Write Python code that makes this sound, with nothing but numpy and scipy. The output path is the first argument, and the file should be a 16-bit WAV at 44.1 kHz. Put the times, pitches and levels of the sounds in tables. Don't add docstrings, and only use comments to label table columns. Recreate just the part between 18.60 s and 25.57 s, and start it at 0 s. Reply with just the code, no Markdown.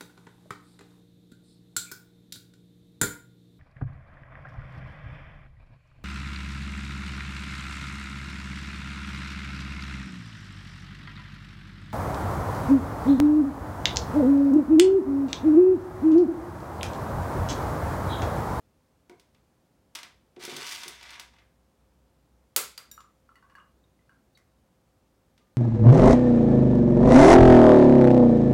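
import sys
import numpy as np
from scipy import signal
from scipy.fft import rfft, irfft
from scipy.io import wavfile

SR = 44100
rng = np.random.default_rng(int(sys.argv[2]) if len(sys.argv) > 2 else 0)


def output_pcm(signal):
    pcm = np.clip(np.atleast_2d(signal).T, -1, 1) * 32767
    wavfile.write(sys.argv[1], SR, np.round(pcm).astype(np.int16))


N = 307377
T = np.arange(N) / SR

# start_s, bubble_hz, bubble_db, splash_db, hardness_db_per_octave
WATER_PLOPS = [(4.378, 1289, -36.5, -52.5, 0), (4.691, 1348, -46.5, -62, -4),
               (4.7557, 1960, -51, -55.5, 2.5), (4.8257, 1510, -54, -59, -2.5), (4.898, 1670, -59, -55, -5),
               (4.9522, 1638, -41, -50, 0), (4.984, 1250, -44.5, -55, -6), (5.494, 1570, -49, -59, -1.5),
               (5.773, 2120, -55.5, -67, -13)]


def kernels_in_bowl(click_t60_s=0.028):
    # start_s, level_db, brightness_db
    kernel_hits = [(.496, -52.5, 4), (0.5974, -53, 5.5), (0.747, -59, -5), (1.3509, -34.5, 8.5),
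                   (1.355, -29.5, 1), (1.388, -38, -4), (1.431, -35, -1.5), (1.763, -52.5, -14),
                   (1.837, -36.5, 5), (1.851, -35, 10.5), (1.966, -39.5, 14.5), (2.066, -36, 8),
                   (2.1235, -39.5, 12), (2.234, -31, 0.5), (2.2799, -38.5, 15.5), (2.4283, -39.5, -1),
                   (2.505, -39, 1), (2.5969, -33, 2.5), (2.7855, -56, -17), (4.405, -52, 4),
                   (5.774, -62.5, 13), (6.7781, -56, -1.5)]
    # frequency_hz, gain_db
    bowl_eq = [(150, -27.5), (280, -8), (480, -18), (700, -8.5), (930, -8.5), (1150, -7.5), (2000, -3),
               (3400, -3.5), (4200, -4.5), (6100, -7), (7000, -11.5), (10000, -14), (16000, -22)]
    # centre_hz, half_width_hz, strength_db
    bowl_peaks = [(978, 31, 2.5), (1430, 120, -10), (2230, 180, -3), (2610, 60, -6.5), (3500, 170, -0.5),
                  (4800, 120, -3.5)]
    clicks = np.zeros(N)
    for start_s, level_db, brightness_db in kernel_hits:
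        add(clicks, start_s, brighten(amp(level_db) * burst(click_t60_s), brightness_db))
    return colour(clicks + rummaging(), bowl_eq, bowl_peaks)


def rummaging(attack_s=0.022, swell_db_per_s=14.5, settle_t60_s=0.3, bass_hz=1100):
    # start_s, length_s, level_db, brightness_db, bass_db
    strokes = [(1.789, 0.25, -42.5, -2, 0.5), (2.046, 0.12, -41, 0.5, -9.5), (2.191, 0.16, -51.5, -5, 0.5),
               (2.391, 0.15, -49.5, -11.5, -0.5), (2.718, 0.047, -68.5, -7.5, 10.5)]
    hard_ticks = brighten(grains(per_s=110, t60_s=0.0086, spread_db=3), brightness_db=3.5)
    rattle = grains(per_s=860, t60_s=0.019, spread_db=4) + amp(-12) * hard_ticks
    bass = signal.lfilter(*signal.butter(1, bass_hz, fs=SR), rattle)
    out = np.zeros(N)
    for start_s, length_s, level_db, brightness_db, bass_db in strokes:
        past_end_s = T - start_s - length_s
        attack = np.clip((T - start_s) / attack_s, 0, 1)
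        swell = amp(swell_db_per_s * np.minimum(past_end_s, 0))
        settle = fade(np.maximum(past_end_s, 0), settle_t60_s)
        texture = brighten(rattle + (amp(bass_db) - 1) * bass, brightness_db)
        out += amp(level_db) * attack * swell * settle * texture
    return out


def kernel_cracks():
    # start_s, level_db, t60_s, brightness_db
    landings = [(3.9626, -16, 0.03, -2.5), (4.1777, -36, 0.015, -11.5), (4.3141, -49, 0.024, -0.5)]
    # frequency_hz, gain_db
    crack_eq = [(150, -38.5), (330, -20), (500, -5.5), (700, -14), (1050, -7), (1600, -8.5), (2400, -5.5),
                (4600, -.5), (6000, -3.5), (8000, 0.5), (11000, 1.5), (13000, 3), (15800, 1.5)]
    # centre_hz, half_width_hz, strength_db
    crack_peaks = [(1366, 50, 4.5), (2230, 88, -1), (3476, 55, -5), (4656, 25, .5), (6705, 25, 3.5),
                   (7486, 91, -4.5), (8418, 25.1, -1.5), (9415, 20, -1), (11500, 120, -3),
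                   (15255, 40, -3.5)]
    snaps = np.zeros(N)
    for start_s, level_db, t60_s, brightness_db in landings:
        add(snaps, start_s, brighten(amp(level_db) * burst(t60_s, snap=1.4), brightness_db))
    return colour(snaps, crack_eq, crack_peaks)


def plinks(bubble_t60_s=0.037, rise=0.025, closing_s=0.026):
    # start_s, pitch_hz, level_db, t60_s
    pings = [(4.1775, 4880, -38, 0.085), (4.1798, 4640, -24.5, 0.01), (5, 2855, -54.5, 0.045),
             (5.24, 3730, -62, 0.037), (5.391, 2020, -62, 0.028), (5.75, 4420, -61, .09),
             (5.753, 3880, -57.5, 0.063), (6.803, 1207, -72.5, 0.72)]
    out = np.zeros(N)
    for start_s, pitch_hz, level_db, t60_s in pings:
        add(out, start_s, amp(level_db) * tone(pitch_hz, t60_s))
    for start_s, pitch_hz, level_db, _, _ in WATER_PLOPS:
        add(out, start_s, amp(level_db) * tone(pitch_hz, bubble_t60_s, rise))
        add(out, start_s + closing_s, amp(level_db - 10) * tone(0.91 * pitch_hz, bubble_t60_s, rise))
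    return out


def splashes(tick_db=-11, tick_t60_s=0.037):
    # pitch_hz, level_db, t60_s
    air_modes = [(1104, 1, 0.026), (1362, -9.5, 0.054), (2230, -19, 0.016), (2863, -10.5, 0.043),
                 (4476, -16.5, .074)]
    # frequency_hz, gain_db
    tick_eq = [(700, -31), (1300, 1.5), (4000, -13), (16000, -20)]
    hits = [(start_s, splash_db, hardness) for start_s, _, _, splash_db, hardness in WATER_PLOPS]
    ticks = np.zeros(N)
    for start_s, splash_db, hardness in hits:
        add(ticks, start_s, brighten(amp(splash_db + tick_db) * burst(tick_t60_s), 2 * hardness))
    return colour(ticks, tick_eq) + struck(hits, air_modes, vary_db=2.5, attack_s=0.0008)


def glass_ping():
    # start_s, level_db, hardness_db_per_octave
    taps = [(4.3141, -42.5, 1.5)]
    # pitch_hz, level_db, t60_s
    glass_modes = [(1644, -7.5, 0.066), (3747, -3, 0.032), (3780, -8, .037), (4510, -28, .17),
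                   (5750, -0.5, .045), (7170, -3, 0.16), (7160, -9, 0.078), (10150, -13, .072),
                   (12200, -4, .07), (14250, -4, .055)]
    return struck(taps, glass_modes, vary_db=2.0, attack_s=0.0012)


def tray_knocks(rock_s=0.0195, jitter_s=0.0015, rock_loss_db=11.5, low_cut_hz=115):
    # start_s, level_db, hardness_db_per_octave
    knocks = [(0.4965, -42, 6), (1.768, -41, -0.5), (1.836, -39, -3.5), (1.878, -37.5, 4.5),
              (1.921, -35, -0.5), (1.975, -38.5, -2), (2.258, -44.5, -1.5), (6.796, -62, -11)]
    # pitch_hz, level_db, t60_s
    wood_modes = [(149.2, -15.5, 0.2), (259, -17, 0.14), (311, -7, 0.042), (361, -3.5, .055),
                  (403, -9, 0.072), (523, -15.5, 0.028), (714, -10, 0.04), (956, -12, .02),
                  (1450, -18.5, 0.022), (2215, -16, .015)]
    kernel_thump = (3.963, -38.5, 2.5)
    rocks = [(start_s + rock_s + jitter_s * rng.uniform(-1, 1), level_db - rock_loss_db, hardness)
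             for start_s, level_db, hardness in knocks]
    wood = struck([*knocks, *rocks, kernel_thump], wood_modes, vary_db=3.5, attack_s=0.00096)
    return signal.sosfilt(signal.butter(3, low_cut_hz, "high", fs=SR, output="sos"), wood)


def room_reverb(send, floor_s=0.0034, floor_db=-8, build_s=0.0061):
    # frequency_hz, level_db (relative to the send), t60_s
    tail = [(151.8, -4, .4), (400, 6, 0.26), (1196, 5, 0.33), (3500, -2.5, 0.37), (8200, -4, 0.29),
            (15000, -5, 0.21)]
    t = T[:SR * 2 // 3]
    edges_hz = np.geomspace(80, 18000, 15)
    response = np.zeros(len(t))
    for low, high in zip(edges_hz, edges_hz[1:]):
        level_db, t60_s = at_hz(tail, np.sqrt(low * high))
        bandpass = signal.butter(3, [low, high], "band", fs=SR, output="sos")
        band = signal.sosfilt(bandpass, rng.standard_normal(len(t)))
        band *= fade(t, t60_s) * (1 - np.exp(-(t / build_s) ** 2))
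        response += amp(level_db) * band / np.linalg.norm(band) * np.sqrt(2 * (high - low) / SR)
    response[round(floor_s * SR)] += amp(floor_db)
    return signal.fftconvolve(send, response)[:N]


def room_tone(air_db=-67, hum_hz=61, hum_width_hz=6, waver=0.6, whine_hz=525, whine_db=-81):
    # frequency_hz, gain_db
    air_eq = [(20, -52.5), (31, -29), (42, -11.5), (62, -6.5), (100, -7), (236, -9), (400, -15.5),
              (775, -19), (1160, -23), (1840, -29), (2610, -31.5), (8000, -36), (15800, -40.5)]
    # time_s, level_db
    hum_envelope = [(0, -80), (2.1, -78), (2.45, -67), (4.4, -69.5), (6.9, -83)]
    hz = np.arange(N // 2 + 1) * SR / N
    rumble_spectrum = rfft(rng.standard_normal(N)) / (1 + ((hz - hum_hz) / hum_width_hz) ** 4)
    rumble = unit_power(irfft(rumble_spectrum, N))
    hum = unit_power(np.sin(2 * np.pi * hum_hz * T) + waver * rumble)
    hum_db = np.interp(T, *np.transpose(hum_envelope))
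    whine = np.sqrt(2) * np.sin(2 * np.pi * whine_hz * T)
    air = colour(rng.standard_normal(N), air_eq)
    return amp(air_db) * air + amp(hum_db) * hum + amp(whine_db) * whine


def burst(t60_s, snap=0, snap_t60_s=0.0064):
    decay = fade(T[:2048], t60_s) + snap * fade(T[:2048], snap_t60_s)
    x = rng.standard_normal(len(decay)) * decay
    for _ in range(6):
        spectrum = rfft(x, 2 * len(x))
        x = irfft(spectrum / (np.abs(spectrum) + 1e-12))[:len(x)]
    return x * np.linalg.norm(decay) / np.linalg.norm(x)


def grains(per_s, t60_s, spread_db):
    onsets = rng.random(N) < per_s / SR
    sizes = onsets * amp(spread_db * np.minimum(rng.exponential(1, N), 3))
    energy = signal.lfilter([1], [1, -fade(2 / SR, t60_s)], sizes ** 2 + 1e-18)
    return unit_power(np.sqrt(energy) * rng.standard_normal(N))


def struck(hits, modes, vary_db, attack_s):
    out, t = np.zeros(N), T[:SR // 2]
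    hz, mode_db, t60_s = np.transpose(modes)[:, :, None]
    rings = np.cos(2 * np.pi * hz * t) * fade(t, t60_s) * (1 - np.exp(-t / attack_s))
    octaves = np.log2(hz / hz[np.argmax(mode_db)])
    for start_s, level_db, hardness in hits:
        scatter_db = vary_db * rng.standard_normal(mode_db.shape)
        strength = amp(level_db + mode_db + hardness * octaves + scatter_db)
        add(out, start_s, (strength * rings).sum(0))
    return out


def tone(hz, t60_s, rise=0, attack_s=0.00032):
    t = T[:SR // 2]
    decay = fade(t, t60_s)
    pitch_hz = hz * (1 + rise * (1 - decay) / 2)
    phase = 2 * np.pi * np.cumsum(pitch_hz) / SR
    return np.sin(phase) * decay * (1 - np.exp(-t / attack_s))


def colour(x, eq, resonances=(), size=8192):
    hz = np.arange(size // 2 + 1) * SR / size
    peaks = sum(amp(db) ** 2 * 2 / (1 + ((hz - centre) / width) ** 2) for centre, width, db in resonances)
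    gain = amp(at_hz(eq, hz)[0]) * np.sqrt(1 + peaks)
    cepstrum = irfft(np.log(gain))[:size // 2]
    cepstrum[1:] *= 2
    response = irfft(np.exp(rfft(cepstrum, size)))
    return signal.fftconvolve(x, response / np.linalg.norm(response))[:N]


def brighten(x, brightness_db, split_hz=6500, body_hz=1800, body_share=0.5):
    low = signal.sosfilt(signal.butter(2, split_hz, fs=SR, output="sos"), x)
    high = signal.sosfilt(signal.butter(2, split_hz, "high", fs=SR, output="sos"), x)
    body = signal.lfilter(*signal.iirpeak(body_hz, 1, fs=SR), low)
    return low + (amp(-body_share * brightness_db) - 1) * body - amp(brightness_db) * high


def amp(db):
    return 10 ** (np.asarray(db) / 20)


def unit_power(x):
    return x / np.sqrt(np.mean(x ** 2) + 1e-20)


def at_hz(rows, hz):
    row_hz, *columns = np.transpose(rows)
    return [np.interp(np.log(hz + 1), np.log(row_hz), column) for column in columns]


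def add(out, start_s, sound):
    i = round(start_s * SR)
    out[i:i + len(sound)] += sound[:N - i]


def fade(t, t60_s):
    return np.exp(-np.log(1000) * t / t60_s)


def scene():
    wood, glass = tray_knocks(), glass_ping()
    corn, snaps, rings, water = kernels_in_bowl(), kernel_cracks(), plinks(), splashes()
    direct = wood + glass + amp(-3.5) * corn + snaps + rings + water
    send = (amp(-1.9) * wood + amp(-2.0) * glass + amp(-4.5) * corn
            + amp(1.0) * snaps + amp(-6.5) * rings + amp(1.3) * water)
    return (direct + room_reverb(send) + room_tone())[None]


def record(dry):
    cutoff_hz = 16050
    return signal.sosfilt(signal.ellip(12, 0.2, 80, cutoff_hz, fs=SR, output="sos"), dry)


dry = scene()
out = record(dry)
output_pcm(out)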